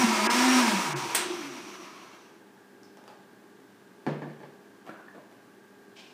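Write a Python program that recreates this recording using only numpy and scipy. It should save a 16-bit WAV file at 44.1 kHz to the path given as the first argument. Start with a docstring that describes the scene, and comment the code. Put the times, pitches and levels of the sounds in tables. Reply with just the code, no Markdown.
"""A countertop blender full of smoothie is turned down, snaps off and coasts to a stop.
Its shaft shakes the base, whines in the housing, drives a fan and beats the load, all at one speed.
The plastic jar is lifted off and knocks on the counter; the rubber lid slips, pops free and is put down.
One microphone hears it across a hard-walled kitchen, over a faint appliance hum."""
import sys
import numpy as np
from scipy import signal
from scipy.fft import rfft, irfft, next_fast_len
from scipy.io import wavfile
from scipy.ndimage import map_coordinates

SR = 44100
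rng = np.random.default_rng(int(sys.argv[2]) if len(sys.argv) > 2 else 0)


def store_pcm(level_fs):
    """Save levels as 16-bit WAV."""
    pcm = np.round(np.clip(level_fs, -1, 1) * 32767).astype(np.int16)
    wavfile.write(sys.argv[1], SR, np.atleast_2d(pcm).T)


N = 270333
TIME_S = np.arange(N) / SR


def amp(db):
    """Decibels to gain."""
    return 10 ** (np.asarray(db) / 20)


def unit_rms(x):
    """Scale to rms 1."""
    return x / np.sqrt(np.mean(x ** 2) + 1e-20)


def unit_energy(x):
    """Scale to energy 1."""
    return x / np.linalg.norm(x)


def along(points, hz):
    """Read (Hz, value) points on a log axis."""
    f, v = np.transpose(points)
    return np.interp(np.log(hz + 1), np.log(f + 1), v)


def wobble(rate_hz):
    """Smooth random curve, rate_hz knots a second."""
    knots = rng.standard_normal(int(N * rate_hz / SR) + 4)
    return map_coordinates(knots, [TIME_S * rate_hz])


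def filtered(x, response):
    """Apply a frequency response."""
    size = next_fast_len(N + SR // 2)
    return irfft(rfft(x, size) * response(np.fft.rfftfreq(size, 1 / SR)), size)[:N]


def highpass(x, edge_hz):
    """Cut the bass."""
    return signal.sosfilt(signal.butter(4, edge_hz, "highpass", fs=SR, output="sos"), x)


def resonance(modes, f):
    """Response of (Hz, width Hz, dB) modes."""
    return sum(amp(db) * 1j * f * width / (hz * hz - f * f + 1j * f * width) for hz, width, db in modes)


def noise(response):
    """Coloured noise of rms 1."""
    return unit_rms(filtered(rng.standard_normal(N), response))


def impact(spectrum, tilt_db, size=4096):
    """Causal pulse of energy 1; harder contacts tilt its spectrum upward."""
    hz = np.fft.rfftfreq(size, 1 / SR)
    cepstrum = irfft(np.log(amp(along(spectrum, hz) + tilt_db * np.log2(1 + hz / 200))))
    cepstrum[1:size // 2] *= 2  # fold to minimum phase
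    cepstrum[size // 2 + 1:] = 0
    return unit_energy(irfft(np.exp(rfft(cepstrum))))


def add(track, start_s, sound):
    """Mix a sound into the track."""
    part = track[round(start_s * SR):][:len(sound)]
    part += sound[:len(part)]


# kitchen echo decay (frequency [Hz], t60 [s])
ROOM_DECAY = [(120, 0.57), (300, 0.51), (1000, 0.61), (4000, 0.55), (8000, 0.35), (14000, 0.18)]
def room(x, direct_db):
    """Direct sound plus a fresh diffuse echo, total energy kept."""
    hz, t, spectra = signal.stft(rng.standard_normal(SR * 3 // 4), SR, nperseg=256)
    decay = amp(-60 * t / along(ROOM_DECAY, hz)[:, None])
    tail = signal.istft(spectra * decay, SR, nperseg=256)[1]
    tail *= 1 - np.exp(-np.arange(len(tail)) / SR / 0.00074)
    tail = unit_energy(tail)
    tail[0] = amp(direct_db)
    return signal.fftconvolve(x, unit_energy(tail))[:N]


# appliance tones (frequency [Hz], rms level [dB])
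HUM_TONES = [(199.2, -66.5), (403.7, -62.5), (1157, -75.5), (1610, -71)]
# vent modes (frequency [Hz], width [Hz], gain [dB])
VENT_MODES = [(437, 91, -2.5), (840, 86, -3), (1565, 370, -4.5)]
# room air (frequency [Hz], relative density [dB])
ROOM_SPECTRUM = [(24, -80), (40, -34), (91, -35), (108, -14), (166, -14.5), (188, -7), (377, -6),
                 (407, -14), (438, -13.5), (1190, -19), (1310, -20.5), (1560, -26.5), (2510, -26.5),
                 (13300, -38.5), (15500, -38)]
def background():
    """Room air, and an appliance fan humming through its vent."""
    hum = sum(amp(db + 1.8 * wobble(4.23)) * np.sin(2 * np.pi * hz * TIME_S + 0.5 * wobble(5.26))
              for hz, db in HUM_TONES)
    vent = amp(-63) * noise(lambda f: abs(resonance(VENT_MODES, f)) ** 2)
    air = amp(-56.5) * noise(lambda f: amp(along(ROOM_SPECTRUM, f)))
    return air + vent + np.sqrt(2) * hum


# lid on counter (frequency [Hz], relative density [dB])
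SCUFF_SPECTRUM = [(300, -27), (750, -1), (1300, -12), (2100, -8), (2450, 0.5), (3400, -3.5), (4000, -6),
                  (5400, -8), (6500, -14), (8500, -20), (11000, -30), (15000, -35)]
def lid_scuff(start_s=5.955, rise_s=0.019, fade_db_per_s=79):
    """The lid's edge brushes the counter as it is put down."""
    t = TIME_S - start_s
    level_db = -49 - fade_db_per_s * np.maximum(t, 0) + 1.8 * wobble(110)
    stroke = np.clip(t / rise_s, 0, 1) * amp(level_db)
    return room(stroke * noise(lambda f: amp(along(SCUFF_SPECTRUM, f))), direct_db=6)


# one tug of rubber (frequency [Hz], relative density [dB])
RUBBER_SPECTRUM = [(60, -32), (160, 3), (280, 11), (480, 1), (720, 0), (1000, 3), (1450, -4), (2200, -10.5),
                   (4000, -24), (9000, -40), (15000, -45)]
# slips on the rim (time [s], relative level [dB], length [s], tilt [dB/octave], ring [Hz])
LID_SLIPS = [(4.858, -50, .016, 5.5, 745), (4.875, -44.5, 0.023, 4, 734), (4.9, -51, .02, 4, 1600),
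             (4.941, -50.5, 0.059, 3, 1480), (5.08, -51.5, 0.00505, 1, 1680), (5.147, -47, 0.04, 1.5, 634),
             (5.178, -55, 0.0086, 0, 690), (5.303, -57, 0.031, 6, 730)]
def lid_slips():
    """The seal sticks and slips in short runs; each slip rings the hollow lid at a varying pitch."""
    track = np.zeros(N)
    t = np.arange(SR // 10) / SR
    for start_s, db, length_s, tilt_db, ring_hz in LID_SLIPS:
        run = np.zeros(SR // 4)
        tug = impact(RUBBER_SPECTRUM, tilt_db)
        onsets_s = length_s * np.append(0, np.sort(rng.random(24)))
        for onset_s, (strength, detune) in zip(onsets_s, rng.standard_normal((25, 2))):
            hz = ring_hz * np.exp(0.05 * detune)
            ring = np.sin(2 * np.pi * hz * t) * amp(-60 * t / 0.024) * (1 - np.exp(-hz * t))
            add(run, onset_s, strength * unit_energy(ring))
            add(run, onset_s, strength * tug)
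        add(track, start_s, amp(db + 31) * room(unit_energy(run), direct_db=1.5))
    return highpass(track, 114)


# hollow lid modes (frequency [Hz], relative level [dB], t60 [s])
LID_MODES = [(215, -2, 0.085), (318, 3.5, 0.062), (736, -9, 0.061), (1380, -2, 0.086), (1460, -7, .08),
             (1720, -10, 0.065), (2300, -12, .05)]
def lid_pop(start_s=4.892):
    """The seal gives way at once and the lid rings."""
    track = np.zeros(N)
    t = np.arange(SR // 5) / SR
    ring = sum(amp(db - 60 * t / t60) * np.sin(2 * np.pi * hz * t) for hz, db, t60 in LID_MODES)
    ring *= 1 - np.exp(-t / 0.0014)
    add(track, start_s, amp(-11) * room(unit_energy(ring), direct_db=6))
    return highpass(track, 125)


# pad and drive socket modes (frequency [Hz], width [Hz], gain [dB])
SOCKET_MODES = [(595, 210, 5), (820, 51, 11), (1180, 110, -2), (2480, 390, -15)]
# jar catching on the base
# (time [s], relative knock [dB], tilt [dB/octave], relative tick [dB], tick [Hz], tick width [Hz])
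LIFT_CATCHES = [(2.833, -64, 5, -56, 5200, 420), (2.972, -51.5, -2, -64, 5300, 260),
                (3.04, -55, -7, -78, 4700, 260), (3.079, -47.5, 2.5, -61, 4700, 45),
                (3.112, -55, -19, -80, 4700, 260)]
def jar_lift():
    """The rising jar nudges the pad; the drive splines tick as they let go."""
    def struck(modes):
        return unit_energy(filtered(np.ones(1), lambda f: resonance(modes, f))[:SR // 10])

    track = np.zeros(N)
    for start_s, knock_db, tilt_db, tick_db, tick_hz, tick_width_hz in LIFT_CATCHES:
        knock = struck([(hz, width, db + tilt_db * np.log2(hz / 880)) for hz, width, db in SOCKET_MODES])
        tick = struck([(tick_hz, tick_width_hz, 0), (1.07 * tick_hz, 2 * tick_width_hz, -10)])
        add(track, start_s, amp(knock_db + 29) * room(knock, direct_db=-2))
        add(track, start_s, amp(tick_db + 25.5) * room(tick, direct_db=-1))
    return highpass(track, 280)


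# full jar modes (frequency [Hz], relative level [dB], t60 [s])
JAR_MODES = [(148.7, 4.5, 0.41), (225.6, 1, 0.55), (304, 5, 0.072), (333, 0.5, 0.29), (513, -2, 0.2),
             (604, -7, .25), (740, -12, 0.24), (856, 6, 0.073), (1025, -4, 0.12), (1150, -11, 0.38),
             (1650, -9, 0.2), (1730, -6.5, 0.32), (1803, -13, 0.37), (2265, -11, 0.15), (4480, -19, 0.13)]
# counter thud (frequency [Hz], relative density [dB])
COUNTER_SPECTRUM = [(40, -13), (90, -33), (135, 1), (230, 8.5), (450, 6), (750, -0.5), (1300, -9.5),
                    (1800, -9), (2800, -18), (4700, -26), (7000, -33), (15000, -49)]
# jar settling (time [s], relative level [dB], tilt [dB/octave])
JAR_KNOCKS = [(4.0658, -28, 0), (4.08, -42, -2), (4.099, -41, -15), (4.2203, -36.5, -1), (4.254, -44, -7),
              (4.299, -50.5, 2), (4.4039, -50, 1), (4.4331, -45.5, 0.5)]
def jar_knocks():
    """Each knock thuds through the counter and rings the jar at new strengths."""
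    track = np.zeros(N)
    t = np.arange(SR // 2) / SR
    hz, mode_db, t60 = np.transpose(JAR_MODES)[:, :, None]
    for start_s, db, tilt_db in JAR_KNOCKS:
        struck_db = mode_db + tilt_db * np.log2(1 + hz / 200) + 1.5 * rng.standard_normal(hz.shape)
        modes = amp(struck_db - 60 * t / t60) * np.sin(2 * np.pi * hz * t) * (1 - np.exp(-hz * t))
        thud = room(impact(COUNTER_SPECTRUM, tilt_db), direct_db=-6)
        add(track, start_s, amp(db + 29) * unit_energy(modes.sum(axis=0)))
        add(track, start_s, amp(db + 29) * thud)
    return highpass(track, 61)


# switch snap (frequency [Hz], relative density [dB])
SNAP_SPECTRUM = [(40, -26.5), (90, -18), (200, -22), (400, -5), (520, -9), (750, 0.5), (1200, 2),
                 (2500, -1), (4000, -1.5), (5000, -4), (7200, -4), (8600, 4.5), (10500, -9), (12500, -8.5),
                 (15500, -7)]
# rocker contacts (time [s], relative level [dB])
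SWITCH_CONTACTS = [(1.148, -32.5), (1.1494, -28.5), (1.1519, -31.5), (1.153, -28)]
def switch():
    """The rocker snaps over in a cluster of contacts, each with its own spray of echoes."""
    track = np.zeros(N)
    t = np.arange(SR // 50) / SR
    snap = impact(SNAP_SPECTRUM, tilt_db=0)
    for start_s, db in SWITCH_CONTACTS:
        chatter = unit_energy(rng.standard_normal(len(t)) * amp(-60 * t / 0.013))
        add(track, start_s, amp(db + 28) * signal.fftconvolve(chatter, snap))
        add(track, start_s, amp(db + 30.5) * room(snap, direct_db=-22))
    return track


FULL_SPEED_HZ = 250
# driven shaft speed (time [s], speed [Hz])
DIAL_SPEED = [(0, 270), (.06, 226), (.125, 216), (.18, 218), (.225, 207), (.28, 235), (.36, 247),
              (.45, 257), (.54, 256), (.62, 247)]
def dial_speed():
    """Turns per second set by the dial."""
    return np.interp(TIME_S, *np.transpose(DIAL_SPEED))


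def shaft_speed(stop_s=2.482, coast_scale_s=1.525, drag_hz=89.35):
    """Follows the dial, then coasts against square-law drag and steady friction, equal at drag_hz."""
    left_s = np.maximum(stop_s - TIME_S, 0)
    cap = np.arctan(2 * FULL_SPEED_HZ / drag_hz)
    coasting_hz = drag_hz * np.tan(np.minimum(left_s / coast_scale_s, cap))
    return np.minimum(dial_speed(), coasting_hz)


# bearing modes (frequency [Hz], width [Hz], gain [dB])
BEARING_MODES = [(1137, 300, 3), (2350, 200, -14)]
def bearing(start_s=1.723, end_s=2.21, ramp_s=0.059, fade_db_per_s=19):
    """The slowing blade bearing rubs once a turn until it lets go."""
    angle = 2 * np.pi * np.cumsum(shaft_speed()) / SR
    contact = np.clip(np.minimum(TIME_S - start_s, end_s - TIME_S) / ramp_s, 0, 1)
    level = amp(-50.5 - fade_db_per_s * np.maximum(TIME_S - start_s, 0))
    grind = noise(lambda f: abs(resonance(BEARING_MODES, f)) ** 2) * (1 + 0.53 * np.cos(angle))
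    return room(contact * level * grind, direct_db=4)


# housing modes (frequency [Hz], width [Hz], gain [dB])
HOUSING_MODES = [(639, 8.1, 3), (774, 14, 2.5), (886, 14, 2.5), (966, 42, 2.5), (1042.5, 13, 3),
                 (1230, 110, -1), (1574, 25, -3.5), (1655, 24, -2), (2170, 54, -1.5), (2300, 29, -13),
                 (3400, 87, -3), (5900, 490, -9)]
def housing(f):
    """Response of the motor housing."""
    return resonance(HOUSING_MODES, f)


# commutator ring (frequency [Hz], width [Hz], gain [dB])
COMMUTATOR_MODES = [(5783, 408, 0.5)]
def commutator(speed_hz, octaves, angle, bars=22):
    """Bars tick under the brushes, sing in the housing and whistle while current flows."""
    ticks = sum(np.sin(bars * k * angle + 2 * wobble(330)) for k in range(2, 7))
    sing = filtered(ticks, lambda f: resonance(COMMUTATOR_MODES, f) ** 2 + amp(-11) * housing(f))
    sing *= amp(-44.5 + 4.8 * octaves + 1.9 * wobble(30)) * np.clip(speed_hz / 12, 0, 1)
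    current = (speed_hz / dial_speed()) ** 8
    whistle = current * np.sin(bars * angle + 1.3 * wobble(260))
    whistle *= amp(-38 + 12.5 * octaves + 2.2 * wobble(25))
    return sing + filtered(whistle, lambda f: 0.85 + 0.15 * abs(resonance(COMMUTATOR_MODES, f)))


def shell_growl(speed_hz, octaves, angle, ring_hz=956, width_hz=100, fade_below_hz=111):
    """The fan keeps the shell ringing, in throbs once a turn."""
    shell = noise(lambda f: abs(resonance([(ring_hz, width_hz, 0)], f)) ** 2)
    fade = speed_hz ** 6 / (speed_hz ** 6 + fade_below_hz ** 6)
    return amp(-33.5 + 4.5 * octaves) * shell * (1 + 0.4 * np.cos(angle)) * fade


# cooling air (frequency [Hz], relative density [dB])
AIR_SPECTRUM = [(100, -70.5), (300, -10), (500, -13.5), (750, -14.5), (960, -7.5), (1400, -8), (2300, -9.5),
                (3000, -13), (5500, -14), (7000, -16.5), (9000, -17.5), (11500, -29.5), (15500, -28.5)]
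# rubbing (frequency [Hz], relative density [dB])
RUB_SPECTRUM = [(150, -49), (500, -3.5), (900, -1.5), (1170, 1.5), (1600, -5.5), (2500, -2), (3500, -8),
                (4800, -10.5), (5900, -6.5), (7200, -17.5), (9000, -20.5), (12000, -23), (15500, -30)]
def air_and_rub(octaves, angle):
    """Cooling air and rubbing swell once a turn, coloured by the housing and the room's standing waves."""
    def hiss(spectrum):
        source = noise(lambda f: amp(along(spectrum, f)) * (1 + 0.3 * abs(housing(f))))
        return unit_rms(room(source, direct_db=7.5))

    air = amp(-27.5 + 12.5 * octaves + 0.93 * wobble(20.36)) * hiss(AIR_SPECTRUM)
    rub = amp(-31.5 + 6.5 * octaves + 0.9 * wobble(36)) * hiss(RUB_SPECTRUM)
    return (air + rub) * (1 + 0.029 * np.cos(angle))


# churning smoothie (frequency [Hz], relative density [dB])
CHURN_SPECTRUM = [(50, -28), (100, -23), (145, -14), (200, -3), (270, 1.5), (350, 10.5), (420, -6),
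                  (520, -22), (1200, -36), (4000, -86)]
def blades(octaves, angle):
    """Four blades beat and churn the smoothie; a twice-a-turn push booms at the jar's lowest mode."""
    load_db = -34.5 + 6.5 * octaves
    beat = amp(load_db) * np.sin(4 * angle + wobble(25))
    beat = filtered(beat, lambda f: resonance([(286, 150, 0)], f) ** 2)  # broad jar resonance
    push = amp(load_db - 9.5) * np.sin(2 * angle)
    boom = filtered(push, lambda f: resonance([(142.4, 25, 0)], f) ** 3)
    surge = amp(load_db + 2.8 * wobble(15.25))
    churn = noise(lambda f: amp(along(CHURN_SPECTRUM, f)) * (1 + abs(resonance([(355.5, 8, 0)], f))))
    return beat, boom, surge * churn


# shaft overtones (multiple of shaft speed, relative level [dB])
SHAFT_ORDERS = [(2, -9), (3, -6.5), (4, -6), (5, -13.5), (6, -5.5), (7, -5.5), (8, -7.5), (9, -10),
                (10, -7), (11, -5), (12, -14.5)]
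def shaft_whine(octaves, angle):
    """Each overtone swells as it crosses a housing mode."""
    whine_db = -28.3 + 20 * octaves
    orders = sum(amp(db + whine_db + 3 * wobble(20)) * np.sin(k * angle + 0.05 * k * wobble(90))
                 for k, db in SHAFT_ORDERS)
    return filtered(orders, lambda f: 0.16 + 0.61 * abs(housing(f)))


# modes of the base on its feet (frequency [Hz], width [Hz], gain [dB])
MOUNT_MODES = [(150, 17, -11.5), (209.4, 21, -12.5), (241.5, 18, -16), (259.3, 15.3, 1)]
def base_shake(speed_hz, octaves, angle, lag_s=0.031):
    """The unbalanced shaft's hum swells near each base mode and lurches more below full speed."""
    swell = sum(amp(db) / (1 + (2 * (speed_hz - hz) / width) ** 2) for hz, width, db in MOUNT_MODES)
    swell = np.interp(TIME_S - lag_s, TIME_S, swell)
    lurch_db = 3.5 * np.clip(-6 * octaves, 0.15, 1) * wobble(38)
    hum = amp(-19 + 12 * octaves + lurch_db) * swell * np.sin(angle)
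    return room(highpass(hum, 68), direct_db=7.5)


def blender():
    """Shaft, fan, blades and commutator follow one speed; each loses its own dB per octave of slowing."""
    speed_hz = shaft_speed()
    octaves = np.log2(speed_hz / FULL_SPEED_HZ + 1e-6)
    load_tug = 1 + 0.00303 * wobble(34.98)
    angle = 2 * np.pi * np.cumsum(speed_hz * load_tug) / SR
    shake = base_shake(speed_hz, octaves, angle)
    whine = shaft_whine(octaves, angle)
    beat, boom, churn = blades(octaves, angle)
    brushes = commutator(speed_hz, octaves, angle)
    roar = churn + shell_growl(speed_hz, octaves, angle) + air_and_rub(octaves, angle)
    tones = shake + boom + room(whine + beat + brushes, direct_db=2.5)
    return np.sqrt(2) * tones + roar


def scene():
    """One microphone, alike in both channels."""
    mono = blender() + bearing() + switch()
    mono += jar_lift() + jar_knocks() + lid_slips() + lid_pop() + lid_scuff() + background()
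    return np.array([mono, mono])


# treble dropouts (time [s], half length [s], depth [dB])
TREBLE_DIPS = [(.286, .013, 26), (.947, .012, 20)]
def record(dry):
    """The treble drops out twice, briefly; nothing passes above the band limit."""
    band_limit_hz = 15450
    dip_db = sum(db * np.exp(-((TIME_S - s) / half_s) ** 4) for s, half_s, db in TREBLE_DIPS)
    treble = filtered(dry[0], lambda hz: np.clip((hz - 1600) / 1900, 0, 1))
    mono = filtered(dry[0] - (1 - amp(-dip_db)) * treble, lambda hz: hz < band_limit_hz)
    return np.array([mono, mono])


dry = scene()
out = record(dry)
store_pcm(out)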